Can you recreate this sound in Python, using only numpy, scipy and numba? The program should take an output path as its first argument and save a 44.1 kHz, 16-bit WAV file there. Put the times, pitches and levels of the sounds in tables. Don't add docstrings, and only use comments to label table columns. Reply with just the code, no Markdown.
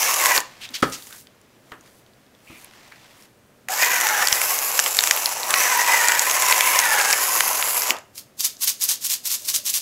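import sys
import numpy as np
from scipy import signal
from scipy.fft import rfft, irfft
from scipy.io import wavfile
from scipy.ndimage import uniform_filter1d
from numba import njit

SR = 44100
rng = np.random.default_rng(int(sys.argv[2]) if len(sys.argv) > 2 else 0)


def invert_db(x):
    u = np.asarray(x, float) / 20
    return 10 ** u


def materialize(psi):
    bounded = np.clip(np.atleast_2d(psi).T, -1, 1)
    quanta = np.round(bounded * 32767).astype(np.int16)
    wavfile.write(sys.argv[1], SR, quanta)


N = 432621


def level(x, db):
    return x * invert_db(db) / np.sqrt(np.mean(x ** 2))


def hiss():
    return rng.standard_normal(N)


def curve(table):
    s, *columns = np.transpose(table)
    return [np.interp(np.arange(N) / SR, s, c) for c in columns]


def walk(rate):
    k = int(SR / rate)
    steps = np.repeat(rng.standard_normal(N // k + 1), k)
    return 1.31 * uniform_filter1d(uniform_filter1d(steps, k), k)[:N]


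def colour(x, shape):
    hz, db = np.transpose(shape)
    grid = np.log(np.arange(2049) * SR / 4096 + 1)
    log_gain = np.interp(grid, np.log(hz), np.maximum(db, -70)) * np.log(10) / 20
    ceps = irfft(log_gain)
    ceps[1:2048], ceps[2049:] = 2 * ceps[1:2048], 0
    impulse = irfft(np.exp(rfft(ceps)))
    return level(signal.fftconvolve(x, impulse)[:N], 0)


@njit
def svf(x, hz, width):
    y, b, l = np.empty(len(x)), 0., 0.
    for i in range(len(x)):
        g, k = np.tan(np.pi * hz[i] / SR), width / hz[i]
        v = (b + g * (x[i] - l)) / (1 + g * (g + k))
        b, l, y[i] = 2 * v - b, l + 2 * g * v, k * v
    return y


def resonance(x, hz, width):
    return level(svf(svf(x, hz, width), hz, width), 0)


def grains(rate, spread_db, length_s):
    chance = rng.random((2, N))
    sizes = (chance[0] < rate / SR) * invert_db(-spread_db * np.log(chance[1] + 6e-3))
    power = signal.lfilter([1], [1, -np.exp(-2 / (length_s * SR))], sizes ** 2)
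    return level(np.sqrt(power), 0)


def flow(heaps, rise_s, fall_s):
    t, power = np.arange(N) / SR, 0
    for s, lasts, db in heaps:
        drop = np.maximum((s - t) / rise_s, 0) + np.maximum((t - s - lasts) / fall_s, 0)
        power = power + invert_db(db - 60 * np.minimum(drop, 4)) ** 2
    return np.sqrt(power)


# t/s, salt in the burr level/dB, outlet ring f/Hz, outlet turned to the microphone level/dB
WORK = [(0.05, -26, 10800, 3), (.33, -25.5, 12200, 1), (3.7, -26.5, 12300, -3.5), (3.86, -28, 12400, 2.5),
        (4.23, -29, 11400, 2.5), (4.33, -26.5, 11360, 4), (4.66, -28.5, 11800, 4),
        (4.81, -26.5, 11230, -1.5), (4.95, -27, 11000, -1), (5.12, -23, 11400, -0.5),
        (5.4, -31.5, 10900, 1), (5.6, -26, 10800, 2), (6.12, -26.5, 10850, 0.5), (6.38, -26, 10600, 0),
        (6.7, -26.5, 10200, 4), (7.05, -27, 9600, -1), (7.4, -27, 10800, 1.5), (7.75, -28.5, 11400, 4),
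        (7.88, -27.5, 11700, -4.5)]
# t/s, f/Hz, level/dB
WHINE = [(.01, 956, -18), (.06, 1094, -29), (.17, 1134, -26), (.3, 1022, -24.5), (3.72, 769, -24.5),
         (3.77, 995, -29.5), (4.02, 980, -30), (4.06, 871, -28), (4.25, 817, -25.5), (4.31, 1070, -44),
         (4.7, 1124, -31), (4.8, 896, -40), (5.2, 1000, -38), (5.4, 932, -31.5), (5.56, 1097, -26),
         (5.83, 932, -20.5), (6.15, 935, -25), (6.3, 1041, -23.5), (6.76, 1000, -21.5), (7.04, 781, -26),
         (7.17, 1010, -29), (7.35, 1068, -29.5), (7.6, 965, -34), (7.86, 1000, -36)]
# t/s, f/Hz, level/dB
STRAIN = [(.04, 2120, -24), (.15, 2145, -31.5), (.31, 1960, -21.5), (.37, 1900, -24), (3.72, 1620, -30),
          (3.86, 2010, -20.5), (4.05, 1837, -24), (4.2, 1630, -21), (4.3, 1923, -26), (4.5, 2050, -31.5),
          (5.0, 2097, -46), (5.45, 1937, -36), (5.6, 2109, -23.5), (5.75, 1880, -22.5), (5.93, 1963, -22),
          (6.15, 1795, -20), (6.25, 1960, -26), (6.45, 2070, -24), (6.68, 2084, -21), (6.76, 2205, -21),
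          (6.85, 1803, -20), (7.08, 1648, -22), (7.3, 1943, -31), (7.86, 2125, -39)]
FIZZ_DB, FIZZ_PER_SALT = -25, 0.99


def mill():
    crunch_db, fizz_hz, facing_db = curve(WORK)
    whine_hz, whine_db = curve(WHINE)
    over_hz, over_db = curve(STRAIN)
    fizz_db = FIZZ_DB + FIZZ_PER_SALT * (crunch_db + 26) + facing_db
    rumble_db = 0.11 * whine_db + 0.56 * crunch_db - 8.0
    turn = 1 + 0.24 * np.sin(2 * np.pi * np.cumsum(whine_hz / 9) / SR)
    crush = grains(2000, 2.6, .0012)
    load = invert_db(0.86 * walk(24) + 1.09 * walk(70))
    drive = turn * (.7 + .6 * crush) * invert_db(1.5 * walk(90))
    gears = invert_db(whine_db - 4.0) * gear_whine(drive, whine_hz) + invert_db(rumble_db) * housing_rumble(drive)
    salt = invert_db(over_db - 4.0) * gear_strain(drive, over_hz)
    salt = salt + invert_db(crunch_db - 1.0) * (burr_crunch(crush, over_db) + stray_splinters())
    salt = salt + invert_db(fizz_db + 0.5) * outlet_fizz(crush, fizz_hz)
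    return load * lull() * (motor(False) * gears + motor(True) * salt)


def gear_whine(drive, whine_hz):
    whine = 0
    for db, wander, width in ((0, .014, 95.), (-5, .04, 260.)):
        hz = whine_hz * (1 + wander * walk(35))
        whine = whine + invert_db(db + 2.0 * walk(40)) * resonance(drive * hiss(), hz, width)
    return level(whine, 0)


def gear_strain(drive, over_hz):
    over = 0
    for db, part in zip((-3, 0, 0, -5), (.8, .99, 1.02, 1.27)):
        strand = resonance(drive * hiss(), over_hz * (part + .025 * walk(22)), 120.)
        over = over + invert_db(db + 2.5 * walk(50)) * strand
    skirt = level(svf(drive * hiss(), over_hz, 720.0), -0.017)
    return level(over, 0) + skirt


# f/Hz, level/dB per Hz
RUMBLE = [(24, -65), (40, -48.5), (254, -26), (490, -8), (882, -3.5), (1020, -3.5), (1190, -6),
          (1700, -10.5), (2000, -13), (2800, -14), (3640, -40), (6160, -120)]


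def housing_rumble(drive):
    return level(colour(drive * hiss(), RUMBLE), -3.5)


# f/Hz, level/dB per Hz
CRUNCH = [(1350, -37.5), (2300, -1.5), (2880, -2), (3400, -6.5), (5000, -2.5), (6650, 0.5), (7760, 0.5),
          (8590, -9.5), (9500, -14.5), (12400, -31), (20900, -120)]
SHELL_RINGS_HZ = [5300, 6500, 7500]
SHELL_RING_DB, RING_PER_STRAIN = -4, .3


def burr_crunch(crush, over_db):
    crunch = invert_db(0.6 * walk(6)) * colour((.5 + 2.2 * crush) * hiss(), CRUNCH)
    for hz in SHELL_RINGS_HZ:
        ring_db = SHELL_RING_DB + RING_PER_STRAIN * (over_db + 27) + 1.6 * walk(10)
        crunch = crunch + invert_db(ring_db) * svf(crunch, hz * (1 + 0.068 * walk(5)), 500.)
    return crunch


def stray_splinters():
    return level(svf(grains(150, 2.5, .0008) * hiss(), np.full(N, 7000.), 11000.), -15)


# f/Hz, level/dB per Hz
FIZZ = [(4710, -25.5), (8000, -12), (8790, -7), (10500, -3), (12800, -3), (15100, -5.5), (16200, -9)]
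# t/s, level/dB
OUTLET = [(0, -6.5), (3.7, 0), (4.3, -7), (4.45, -0.5), (4.88, 4), (5.05, 0), (5.9, -9), (6.3, 1.5),
          (6.6, 0), (7.1, 1), (7.3, 4), (7.65, 0.5), (7.8, 9.5)]
# f/Hz above the outlet ring, level/dB
OUTLET_RINGS = [(0, 0), (2000, -4.5)]


def outlet_fizz(crush, fizz_hz):
    fine = invert_db(0.45 * walk(2.4)) * colour((0.4 + 0.53 * crush) * hiss(), FIZZ)
    tilt_db, fizz = curve(OUTLET)[0], fine
    for above_hz, db in OUTLET_RINGS:
        hz = (fizz_hz + above_hz) * (1 + .02 * walk(8))
        fizz = fizz + invert_db(db + tilt_db + 1.37 * walk(8)) * svf(fine, hz, 1600.)
    return level(fizz, 0)


# switch on t/s, switch off t/s, time to lose 20 dB t/s
RUNS = [
    (-.2, .378, .04),
    (3.684, 7.906, .092),
]
SPIN_UP_S, COAST_DB_PER_S = .07, 540


def motor(loaded):
    t, gain = np.arange(N) / SR, 0
    for on, off, coast_s in RUNS:
        after = np.maximum(t - off, 0)
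        drop_db = COAST_DB_PER_S * after if loaded else 20 * np.minimum(after / coast_s, 4) ** 2
        gain = gain + np.sqrt(np.clip((t - on) / SPIN_UP_S, 0, 1)) * invert_db(-drop_db)
    return gain


# t/s, peak level/dB, ring f/Hz, housing level/dB re peak
CRACKS = [(0.1414, -2, 7470, -2), (0.2583, 0.5, 7240, 2.5), (.32, -12, 6800, 8), (0.3779, -1.5, 4000, 6.5),
          (3.686, -17.5, 6400, 10.5), (4.0114, 0.5, 7600, -2.5), (4.0688, -4.5, 6400, 6),
          (4.2724, 4.5, 5740, -8), (4.3267, 9, 5640, 5), (4.4157, -1, 7500, -0.5), (4.589, -3, 7270, -3),
          (4.792, 7, 6100, 0), (4.862, -10.5, 6840, 13.5), (4.969, 0, 8000, -12), (4.989, 7.5, 3880, -1),
          (5.038, 2.5, 6050, -2.5), (5.0734, -2, 7240, 2), (5.1103, 10, 5700, 3), (5.1737, -3, 3290, -26),
          (5.2583, 4, 4900, -15), (5.5401, -7, 5000, 17), (6.0847, 6, 6530, -30), (6.1203, -1, 6150, 6),
          (6.194, 4.5, 6810, -28), (6.298, -4, 6190, 3.5), (6.4227, 0.5, 7820, -2.5), (6.58, -3, 6800, -4),
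          (6.608, -2, 6900, 9), (6.512, 2, 7600, -12), (6.7898, 9.5, 6040, -6), (7.0118, -2.5, 4860, -5),
          (7.128, 5, 5200, -18), (7.4065, -2, 7660, 12), (7.906, 8, 2970, -20)]
LULL, LULL_S = 0.079, 0.16


def lull():
    jolt = np.zeros(N)
    for s, db, *_ in CRACKS:
        jolt[int((s + .003) * SR)] = np.clip(LULL * invert_db(db - 4), 0, .8)
    return 1 - np.minimum(signal.lfilter([1], [1, -np.exp(-1 / (LULL_S * SR))], jolt), .8)


# t/s, peak level/dB, ring f/Hz
CHIPS = [(0.1061, -12, 6700), (0.111, -10, 5300), (0.404, -6.5, 6550), (3.72, -10, 6670),
         (3.824, -3.5, 4530), (3.8473, -1, 6800), (3.8831, -17, 6700), (4.0885, -0.5, 5870),
         (4.219, -12, 7200), (4.2524, -9, 7100), (4.285, 1.5, 7300), (4.51, -11, 11600),
         (4.555, -14, 11500), (4.6443, -26, 11600), (4.7172, -9, 6500), (4.762, -13, 7300),
         (4.778, -7, 7300), (4.7987, 6, 6070), (4.8403, -3, 7500), (4.886, -9.5, 5900), (5.0078, 3, 7100),
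         (5.0314, -7.5, 6330), (5.0457, -14, 6300), (5.08, -8.5, 6900), (5.098, -8, 7930),
         (5.1641, -2, 12600), (5.2261, -21, 11900), (5.2666, -4, 10490), (5.335, -20, 14200),
         (5.432, -8.5, 4000), (5.5063, 1, 7400), (5.6071, -15, 7000), (5.6749, -9, 6800),
         (5.7383, -10, 13400), (5.7746, -3, 13500), (5.8404, -20, 6440), (5.8764, -4, 7000),
         (5.9199, -6, 6500), (6.0752, -1, 6700), (6.221, -3, 6900), (6.312, 2.5, 6500), (6.4638, -6, 6800),
         (6.525, 1.5, 2380), (6.8, 0.5, 6500), (6.837, -8, 2400), (6.8546, -4, 7800), (7.0002, -5, 2500),
         (7.0502, -6, 5990), (7.057, -1.5, 7040), (7.11, 0, 7400), (7.134, -2, 2400), (7.3519, -14, 11600),
         (7.369, -9, 7126), (7.4795, 0.5, 11800), (7.614, -3.5, 7984), (7.626, -3, 2400), (7.709, -9, 5080),
         (7.7637, -8, 11200), (7.7767, -4, 11600), (7.8205, -2, 5650)]
# t/s, peak level/dB, ring f/Hz, housing level/dB re peak
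TICKS = [(0.6444, -23, 3800, -22), (0.69, -22, 3820, -13), (1.0234, -23, 3910, -15), (1.07, -29.5, 5700, 6),
         (1.1264, -24, 3500, -8), (1.2705, -30, 3210, -13), (1.4142, -36.5, 7520, -19),
         (1.7195, -21, 1800, -18), (1.7225, -28, 1000, -16), (1.8098, -35, 6800, -18),
         (2.064, -38, 3470, -12), (2.135, -41, 3480, -12), (2.265, -42, 3600, -15.5),
         (2.35, -38.5, 3500, -11), (2.405, -41, 3000, -12), (2.6453, -21.5, 11100, -32),
         (2.648, -32, 2400, -9), (2.711, -32, 2100, -9), (2.736, -35, 2100, -6), (2.862, -39, 2300, -9),
         (2.922, -27, 1900, -6), (2.959, -33, 2000, -6), (3.2236, -31, 5180, -19), (7.967, -22, 3280, 2),
         (7.986, -20, 6860, -14), (7.3213, -6, 7430, -9), (7.5219, -14, 7380, -9), (.7065, -30, 13300, -30),
         (.7863, -26, 12400, -30), (1.036, -33, 12000, -30), (.803, -28, 7500, -30), (.889, -29, 9500, -30),
         (.899, -23, 9500, -30)]
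# t/s, peak level/dB, ring f/Hz
PINGS = [(8.5686, -22, 5490), (8.644, -4, 12900), (8.716, -18, 7470), (8.8169, -21, 6520),
         (8.839, 5, 11500), (8.854, -5, 11900), (8.89, -16, 6770), (8.957, -16, 6660), (9.0467, -10, 7700),
         (9.153, -15, 6440), (9.2724, -5, 12000), (9.2954, -19.5, 5450), (8.449, -9, 6200),
         (9.449, -24, 6050), (9.4895, -4, 4200), (9.673, -9, 12400), (9.6905, -14.5, 4500)]
CHIP_HOUSING_DB, CHIP_BOOST_DB, PING_HOUSING_DB = -2, -0.5, -43


def cracks():
    chips = [(s, db + CHIP_BOOST_DB, hz, CHIP_HOUSING_DB) for s, db, hz in CHIPS]
    pings = [(*ping, PING_HOUSING_DB) for ping in PINGS]
    breaking = snaps(CRACKS, broad=.9, t60=.009) + snaps(chips, broad=.7, t60=.007)
    return breaking + snaps(TICKS + pings, broad=.35, t60=.01)


FIRST_BREAK = 3.5
SNAP_TOP = .92


def snaps(events, broad, t60):
    out, t = np.zeros(N + 2048), np.arange(2048) / SR
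    for s, db, hz, housing_db in events:
        noise = rng.standard_normal(2048) + FIRST_BREAK * (t == 0)
        burst = noise * invert_db(-60 * t / t60)
        ring = svf(burst, np.full(2048, 1. * hz), 0.3 * hz)
        edge = np.diff(noise * invert_db(-60 * t / (.9 * t60)), prepend=0)
        housing = svf(burst, np.full(2048, 2100.), 2000.0)
        snap = ring / np.abs(ring).max() + broad * edge / np.abs(edge).max()
        snap = snap + invert_db(housing_db) * housing / np.abs(housing).max()
        out[int(s * SR):int(s * SR) + 2048] += invert_db(db - 5.5) * snap
    limited = np.clip(out[:N], -SNAP_TOP, SNAP_TOP)
    return signal.sosfilt(signal.butter(2, 600, "high", fs=SR, output="sos"), limited)


# t/s, peak level/dB, contact t/ms, damping factor
KNOCKS = [
    (0.377, -22.5, 0.28, 0.71),
    (0.701, -39, 2.1, 1.3),
    (.827, -1, 0.12, 0.54),
    (1.718, -28, 0.082, 1.15),
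    (2.499, -33, 2.8, 1.2),
    (7.906, -29, 0.41, 0.81),
]
# f/Hz, level/dB, t60 t/s
BOARD = [(135, -26, 0.046), (264, 1, 0.09), (412, -34, .07), (564, -14, 0.055), (876, -33, 0.06),
         (1180, -0.5, 0.085), (1340, -0.5, 0.027), (1360, -21, 0.054), (1560, -19, 0.1), (1850, -28, 0.07),
         (1880, -11, 0.07), (2260, -23, .05), (2800, -23, 0.05)]
# f/Hz, level/dB per Hz
SLAB = [(59, -59), (100, -33.5), (200, -9), (300, 1), (560, -4.5), (760, -10), (940, -5.5), (1220, 1.5),
        (1750, -3.5), (2000, -7.5), (3300, -10), (4500, -32), (11700, -64), (19800, -120)]


def knocks():
    out, t, slab = np.zeros(N), np.arange(SR // 4) / SR, colour(hiss(), SLAB)
    for s, db, contact_ms, damping in KNOCKS:
        at = slice(int(s * SR), int(s * SR) + len(t))
        ring = invert_db(7.5 - 60 * t / (.14 * damping)) * np.minimum(t / 0.0014, 1) * slab[at]
        for hz, mode_db, t60 in BOARD:
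            decay_s = min(t60, 90 / hz) * damping
            ring = ring + invert_db(mode_db - 60 * t / decay_s) * np.sin(2 * np.pi * hz * t)
        ring = np.convolve(ring, np.exp(-t[:300] / (contact_ms / 1000)))[:len(t)]
        out[at] += invert_db(db) * ring / np.abs(ring).max()
    return signal.sosfilt(signal.butter(2, 70, "high", fs=SR, output="sos"), out)


# t/s, peak level/dB
JOLTS = [
    (1.72, -36),
    (4.272, -44),
    (4.324, -26),
    (5.109, -51),
    (5.54, -38),
    (6.084, -33),
    (7.905, -46),
]
# f/Hz, peak level/dB, t60 t/s
WORKTOP = [
    (68, -37, .3),
    (130, -27, .2),
]
WORKTOP_S = .827


def jolts():
    out, t = np.zeros(N), np.arange(2048) / SR
    for s, db in JOLTS:
        swing = np.sin(2 * np.pi * 90 * t) * np.exp(-t / 0.0028)
        out[int(s * SR):int(s * SR) + 2048] += invert_db(db + 1.0) * swing
    since = np.maximum(np.arange(N) / SR - WORKTOP_S, 0)
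    for hz, db, t60 in WORKTOP:
        out = out + invert_db(db - 60 * since / t60) * np.sin(2 * np.pi * hz * since)
    return out


TRICKLE_DB, TRICKLE_S = -20.5, 0.37


def slides(heaps, rise_s, fall_s, shape, grain):
    pour = flow(heaps, rise_s, fall_s) + invert_db(TRICKLE_DB) * flow(heaps, rise_s, TRICKLE_S)
    tumble = 1 - grain + grain * grains(2500, 2.6, 0.0005)
    return pour * colour(tumble * hiss(), shape)


# t/s, pours for t/s, level/dB
SHAKES = [(8.155, 0.014, -42.5), (8.18, 0.01, -33), (8.403, 0.0039, -20.5), (8.447, 0.0074, -15.5),
          (8.622, 0.021, -19.5), (8.678, 0.015, -15.5), (8.818, 0.033, -20.5), (8.891, 0.031, -17),
          (9.02, 0.02, -32), (9.046, 0.023, -22), (9.103, 0.035, -19.5), (9.256, 0.025, -23),
          (9.308, 0.042, -21), (9.4, 0.03, -40), (9.452, .02, -31), (9.486, 0.016, -20.5),
          (9.543, 0.021, -18), (9.662, 0.04, -21), (9.742, 0.034, -19.5)]
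# f/Hz, level/dB per Hz
SHAKEN = [(290, -61), (500, -25), (797, -21.5), (1040, -17), (1270, -19.5), (2670, -9), (3600, -5),
          (6380, 0), (9180, -4), (12600, -2), (15300, -8.5), (16200, -3)]
SHAKE_RISE_S, SHAKE_FALL_S = 0.055, 0.1


def shakes():
    return slides(SHAKES, SHAKE_RISE_S, SHAKE_FALL_S, SHAKEN, grain=0.71)


# t/s, lasts t/s, level/dB
HOLLOW = [
    (9.43, 0.026, -52),
    (9.59, .05, -55),
]
HOLLOW_HZ = 599
SHELL_HZ, SHELL_WIDTH_HZ, SHELL_DB = 1093, 68, -33.5


def shell():
    column = resonance(hiss(), np.full(N, 1. * SHELL_HZ), 1. * SHELL_WIDTH_HZ)
    hoot = invert_db(SHELL_DB + 1.5 * walk(12)) * flow(SHAKES, SHAKE_RISE_S, SHAKE_FALL_S) * column
    return hoot + flow(HOLLOW, .05, .15) * resonance(hiss(), np.full(N, 1. * HOLLOW_HZ), 45.)


# t/s, pours for t/s, level/dB
SLUMPS = [
    (.613, .04, -36.5),
    (.742, 0.015, -24.5),
    (0.825, 0.0032, -22.5),
    (.922, 0.027, -28),
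]
# f/Hz, level/dB per Hz
SLUMPED = [(710, -22), (1200, -15), (1430, -9), (1920, -8.5), (2230, -6), (3230, -6.5), (4940, -10),
           (6850, -11.5), (16200, -17.5)]
SLUMP_HZ = [3400, 4300, 5000, 6300]
SLUMP_RISE_S, SLUMP_FALL_S, SLUMP_WIDTH_HZ = 0.015, 0.084, 3000


def slumps():
    heaps = slides(SLUMPS, SLUMP_RISE_S, SLUMP_FALL_S, SLUMPED, grain=0.63)
    part = np.searchsorted(np.transpose(SLUMPS)[0][1:] - SLUMP_RISE_S, np.arange(N) / SR)
    return 0.35 * heaps + 0.98 * svf(heaps, 1. * np.array(SLUMP_HZ)[part], 1. * SLUMP_WIDTH_HZ)


# t/s, lasts t/s, level/dB
RUBS = [(.45, 0.54, -50), (1.05, 0.12, -53), (1.3, 0.27, -64), (1.72, .01, -56), (1.87, 0.0079, -54.5),
        (1.95, 0.58, -65.5), (2.52, 0.16, -52), (2.75, 0.13, -51.5), (2.92, 0.14, -53.5), (3.05, .2, -54.5)]
# f/Hz, level/dB per Hz
RUB = [(410, -20), (700, -15), (1090, -13.5), (1360, -17.5), (1900, -14.5), (2360, -16.5), (3060, -17.5),
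       (6000, -22.5), (7800, -27), (13200, -120)]
# t/s, lasts t/s, level/dB
CRINKLES = [(.45, .3, -61), (.8, .4, -45.5), (1.72, 0.011, -59), (1.87, 0.12, -60), (2.5, 0.11, -55.5),
            (2.59, 0.044, -53), (2.75, .45, -61.5), (3.23, .01, -55)]
# t/s, lasts t/s, level/dB
SCRAPES = [
    (1.108, 0.025, -47.5),
    (2.472, 0.096, -49),
    (2.92, 0.0074, -44),
]
SCRAPE_HZ = [1560, 2540, 1910]
RUB_RISE_S, RUB_FALL_S = 0.43, 0.21
SCRAPE_RISE_S, SCRAPE_FALL_S = 0.018, 0.16


def rustle():
    grit = 0.46 + 0.45 * grains(800, 1.7, 0.0018)
    rub = flow(RUBS, RUB_RISE_S, RUB_FALL_S) * colour(grit * hiss(), RUB)
    rubber = level(svf(grit * hiss(), np.full(N, 8500.), 15000.0), 0)
    crinkle = flow(CRINKLES, RUB_RISE_S, RUB_FALL_S) * rubber
    scrape_hz = np.interp(np.arange(N) / SR, np.transpose(SCRAPES)[0], SCRAPE_HZ)
    scrape = flow(SCRAPES, SCRAPE_RISE_S, SCRAPE_FALL_S) * resonance(grit * hiss(), scrape_hz, 750.)
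    return rub + crinkle + scrape


ROOM_T60_S, ROOM_DB, ROOM_TOP_HZ = 0.3, -14.5, 4000


def room(x):
    t = np.arange(SR // 2) / SR
    tail = rng.standard_normal(len(t)) * invert_db(-60 * t / ROOM_T60_S) * (t > .004)
    tail = signal.lfilter(*signal.butter(1, ROOM_TOP_HZ, fs=SR), tail)
    return invert_db(ROOM_DB) * signal.fftconvolve(x, tail / np.sqrt(np.sum(tail ** 2)))[:N]


# f/Hz, level/dB per Hz
KITCHEN = [(20, -22.5), (60, -13.5), (100, -7), (125, -1.5), (160, -11), (215, -3), (300, -7.5), (450, -9),
           (620, -9), (800, -16.5), (1600, -17), (4000, -25.5), (12000, -29.5), (16200, -32.5)]
KITCHEN_DB = -55.5
WHISTLE_HZ, WHISTLE_DB = 13600, -77


def kitchen():
    murmur = level(invert_db(0.27 * walk(6.8)) * colour(hiss(), KITCHEN), KITCHEN_DB)
    whistle = np.sin(2 * np.pi * WHISTLE_HZ * np.arange(N) / SR + 2 * walk(30))
    return murmur + invert_db(WHISTLE_DB) * whistle


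def scene():
    near = mill() + shakes() + slumps() + knocks()
    fractures = cracks()
    echo = room(near + .5 * fractures)
    mix = near + fractures + echo + jolts() + rustle() + kitchen() + shell()
    return np.tile(mix, (2, 1))


def low_pass(x):
    return signal.sosfilt(signal.butter(12, 15900, fs=SR, output="sos"), x)


DIP_S, DIP_FADE_S, TOP_HZ = .82, .004, 15750


def record(dry):
    dip = np.clip(np.abs(np.arange(N) / SR - DIP_S) / DIP_FADE_S - .2, 0, 1)
    overload = np.clip(dry * dip, -.97, .97)
    cut = signal.sosfilt(signal.ellip(12, .2, 70, TOP_HZ, fs=SR, output="sos"), overload)
    return low_pass(np.clip(cut, -1, 1))


dry = scene()
out = record(dry)
materialize(out)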